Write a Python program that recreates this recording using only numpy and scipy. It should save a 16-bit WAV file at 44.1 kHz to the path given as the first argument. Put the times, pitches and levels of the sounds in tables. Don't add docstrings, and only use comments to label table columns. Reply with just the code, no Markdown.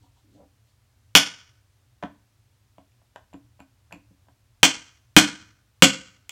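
import sys
import numpy as np
from scipy import signal
from scipy.fft import rfft, irfft, next_fast_len
from scipy.io import wavfile
from scipy.ndimage import uniform_filter1d

SR = 44100
rng = np.random.default_rng(int(sys.argv[2]) if len(sys.argv) > 2 else 0)


def master(y):
    cut = np.clip(np.atleast_2d(y).T, -1, 1)
    pcm = np.round(cut * 32767)
    wavfile.write(sys.argv[1], SR, pcm.astype(np.int16))


def amplitude_ratio(level_db):
    exponent = np.asarray(level_db, float) / 20
    return 10 ** exponent


N = 278271


def along(table, hz):
    points, values = np.transpose(table)
    return np.interp(np.log(np.maximum(hz, 1)), np.log(points), values)


def colour(x, table):
    size = next_fast_len(len(x))
    gain = amplitude_ratio(along(table, np.fft.rfftfreq(size, 1 / SR)))
    return irfft(rfft(x, size) * gain, size)[..., :len(x)]


def unit(x):
    return x / np.sqrt(np.mean(x ** 2))


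def decay(t, t60):
    return np.exp(-np.log(1000) * t / t60)


def add(out, s, sound):
    start = int(s * SR)
    out[start:start + len(sound)] += sound


# (t/s, strength level/dB, bench level/dB, wooden parts level/dB), parts re strength
BLOWS = [(1.1515, 15, -25.5, -9), (4.6311, 13.5, -25, -10), (5.165, 15, -14.5, -5.5),
         (5.8224, 15, -13.5, -10), (6.2939, -21.5, -33.5, -16)]


def blows():
    crack_db, tilt_db, clink_db = 6, 2.5, -16
    out = np.zeros(N + SR)
    for s, db, bench_db, wood_db in BLOWS:
        blow = contact(0, bench_db, wood_db, crack_db, tilt_db, thud_db=0)
        blow += amplitude_ratio(clink_db) * clink()
        add(out, s, amplitude_ratio(db) * blow)
    return out[:N]


# (t/s, strength level/dB, bench level/dB re strength, sharpness/dB per octave)
KNOCKS = [(2.0262, -27.5, -38, -4), (2.0290, -23, -23, -30), (2.0360, -20, -4, -7.5),
          (2.7826, -38.5, -7.5, -23), (3.0174, -56, -11, -30), (3.1545, -60, -20, -5),
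          (3.1600, -29, -31, -6.5), (3.3306, -42, -12, -16), (3.3420, -37.5, 5.5, -15),
          (3.4120, -68, 10, -15), (3.5935, -45, -10, -20), (3.6035, -38, -4, -7.5),
          (3.9095, -43.5, -12, -3), (3.9215, -39, -20, -8), (3.9275, -35.5, -11, -19),
          (3.9330, -41, 3.5, -10), (3.9570, -52, 13, -6), (4.1080, -67.5, 20, -9.5), (4.1300, -75, 9, -9),
          (4.2700, -58, -8, -14), (4.2850, -46.5, -10, -11)]


def knocks():
    steel_db, crack_db, thud_db = -11.5, -18, -6.5
    out = np.zeros(N + SR)
    for s, db, bench_db, tilt_db in KNOCKS:
        add(out, s, amplitude_ratio(db) * contact(steel_db, bench_db, 0, crack_db, tilt_db, thud_db))
    return out[:N]


# (t/s, level/dB)
TOUCHES = [(2.9194, -62), (3.1565, -60), (3.1602, -47.5), (3.3358, -46.5), (3.5990, -53), (3.6030, -45.5),
           (3.9253, -32.5)]


def touches():
    out = np.zeros(N + SR)
    for s, db in TOUCHES:
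        add(out, s, amplitude_ratio(db) * (clink() + amplitude_ratio(-4) * crack(t60=0.0036, split_db=-11)))
    return out[:N]


# (f/Hz, level/dB, t60/s)
BENCH = [(75, -15.5, 0.09), (135, -16, 0.034), (196.3, -1.5, 0.09), (228, -9, 0.11), (284, 0, 0.13),
         (298, -7.5, 0.18), (363, -10, 0.046), (412, -11, .05), (500.5, -6, 0.086), (574, -12.5, .05),
         (780.3, -18.5, 0.061), (930, -18.5, 0.029)]
WOOD = [(655, -5.5, 0.033), (737, -2, .016), (840, -1.5, 0.022), (949, 4.5, 0.02), (1282, -3, 0.039),
        (1480, 0, 0.021), (1540, 4.5, 0.019), (1698, 4, 0.015), (1880, -12.5, 0.0056)]
STEEL = [(2285, -3, 0.015), (2516, -1.5, 0.019), (2787, -3, 0.019), (2910, -1, 0.02), (3110, 5, .015),
         (3358, -0.5, 0.019), (3654, -4, 0.014), (3980, -6, 0.0061)]


def contact(steel_db, bench_db, wood_db, crack_db, tilt_db, thud_db):
    bench = ring(BENCH, rise_s=0.0019, scatter_db=3.5, detune=0.022, tilt_db=thud_db)
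    wood = ring(WOOD, rise_s=0.0004, scatter_db=1.5, detune=0.015, tilt_db=tilt_db)
    steel = ring(STEEL, rise_s=0.0002, scatter_db=1.5, detune=0.012, tilt_db=tilt_db)
    click = crack(t60=0.006, split_db=-20)
    return amplitude_ratio(bench_db) * bench + amplitude_ratio(wood_db) * wood + amplitude_ratio(steel_db) * steel + amplitude_ratio(crack_db) * click


# (f/Hz, level/dB, t60/s)
BLADE = [(2448, -3, 0.028), (2570, -2, 0.02), (2700, 0, 0.016), (4450, -6.5, .006), (7330, -4, 0.015),
         (11345, -4.5, 0.006)]


def clink():
    return ring(BLADE, rise_s=0.0001, scatter_db=3, detune=0.0029)


def ring(modes, rise_s, scatter_db, detune, tilt_db=0):
    t = np.arange(SR // 2) / SR
    hz, db, t60 = np.transpose(modes)[:, :, None]
    pitch_chance, share_chance = rng.standard_normal((len(modes), 2)).T[:, :, None]
    waves = np.sin(2 * np.pi * hz * (1 + detune * pitch_chance) * t) * decay(t, t60)
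    shares = amplitude_ratio(db + scatter_db * share_chance + tilt_db * np.log2(hz))
    body = np.sum(shares * waves, axis=0) / np.sqrt(np.sum(shares ** 2))
    return (1 - np.exp(-t / rise_s)) * body


# (f/Hz, relative level/dB)
CRACK = [(1500, -25.5), (3000, 2.5), (4200, 4), (5200, -4), (6500, -2), (7800, -1.5), (9500, -15.5),
         (11500, -14), (14000, -14), (16000, -20), (19000, -44.5)]


def crack(t60, split_db):
    t = np.arange(SR // 2) / SR
    push = amplitude_ratio(split_db) * rng.standard_normal(len(t)) * decay(t, t60)
    push[12] += 1
    click = colour(push, CRACK) * (t < 0.1)
    return click / np.max(np.abs(click))


# (start t/s, length/s, drive level/dB, chatter f/Hz at the start, chatter f/Hz at the end)
SLIDES = [(-0.01, 0.045, -67.5, 280, 280), (0.013, 0.055, -55.5, 920, 950), (0.155, 0.025, -59, 950, 950),
          (0.199, 0.255, -61.5, 294, 257), (0.339, 0.1, -49.5, 465, 690)]


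def drag():
    jolts_per_s, chatter_db_per_octave = 830, -20.5
    attack, release_s = 0.61, 0.01
    t = np.arange(SR) / SR
    jolts = unit(rng.standard_normal(SR) * (rng.random(SR) < jolts_per_s / SR))
    out = np.zeros(N)
    for start, length, db, from_hz, to_hz in SLIDES:
        done = np.clip((t - start) / length, 0, 1)
        gather = np.minimum(done / attack, 1)
        stop = np.clip((start + length - t) / release_s + 1, 0, 1)
        push = jolts * amplitude_ratio(db) * gather * stop
        chatter_hz = from_hz * (to_hz / from_hz) ** done
        for mode in BENCH[2:]:
            octaves = np.log2(mode[0] / chatter_hz)
            share = amplitude_ratio(chatter_db_per_octave * np.abs(octaves))
            body = ring([mode], rise_s=0.001, scatter_db=0, detune=0)
            body = body / np.sqrt(np.sum(body ** 2))
            out[:SR] += amplitude_ratio(mode[1] / 2) * signal.fftconvolve(push * share, body)[:SR]
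    return out


# (centre t/s, level/dB)
RUSTLES = [(0.034, -73.5), (0.182, -74.5), (0.35, -73), (0.686, -76)]


def rustles():
    t = np.arange(SR) / SR
    swells = sum(amplitude_ratio(db) * np.exp(-((t - s) / 0.04) ** 2) for s, db in RUSTLES)
    out = np.zeros(N)
    out[:SR] = unit(colour(rng.standard_normal(SR), CRACK)) * swells
    return out


# (f/Hz, t60/s)
ROOM_T60 = [(100, 0.44), (250, 0.57), (700, 0.39), (1400, 0.58), (2000, 0.52), (3000, 0.46), (6000, 0.51),
            (9000, 0.39), (15000, 0.11)]


def room(x, wet_db, gap_s, build_s, early_db, early_t60, patchy_db):
    t = np.arange(SR) / SR
    hz, frames, cells = signal.stft(rng.standard_normal(len(t)), SR, nperseg=256)
    cells = cells / np.sqrt(np.abs(cells))
    fade = decay(frames, along(ROOM_T60, hz)[:, None])
    tail = signal.istft(cells * fade, SR)[1][:len(t)]
    tail = tail * (1 + amplitude_ratio(early_db) * decay(t, early_t60))
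    clumps = unit(uniform_filter1d(rng.standard_normal(SR), size=130))
    tail = tail * amplitude_ratio(patchy_db * clumps)
    tail = tail * (1 - np.exp(-np.maximum(t - gap_s, 0) / build_s))
    tail = tail / np.sqrt(np.sum(tail ** 2))
    return x + amplitude_ratio(wet_db) * signal.fftconvolve(x, tail)[:N]


# (f/Hz, relative level/dB)
FLOOR = [(24, -33), (40, -15), (118, -2.5), (140, -18.5), (159, -33), (194, -23.5), (467, -32), (542, -31),
         (715, -31.5), (1240, -33), (2840, -35.5), (6020, -37.5), (16000, -45)]


def floor():
    noise = unit(colour(rng.standard_normal(N), FLOOR))
    rumble = signal.sosfilt(signal.butter(2, 160, fs=SR, output="sos"), noise)
    swell = unit(uniform_filter1d(uniform_filter1d(rng.standard_normal(N), 1500), 1500))
    swell_gain = amplitude_ratio(2 * swell)
    return amplitude_ratio(-62.5) * (noise + (swell_gain - 1) * rumble)


def scene():
    sources = blows() + knocks() + touches() + drag() + rustles()
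    near = signal.sosfilt(signal.butter(2, 70, "high", fs=SR, output="sos"), sources)
    wet = room(near, wet_db=-7.5, gap_s=0.004, build_s=0.0014, early_db=17, early_t60=0.28, patchy_db=2.5)
    return (wet + floor())[None]


def band_limit(x):
    return signal.sosfilt(signal.butter(12, 16460, fs=SR, output="sos"), x)


def record(dry):
    knee = 9.5
    squashed = dry / (1 + np.abs(dry) ** knee) ** (1 / knee)
    return band_limit(squashed)


dry = scene()
out = record(dry)
master(out)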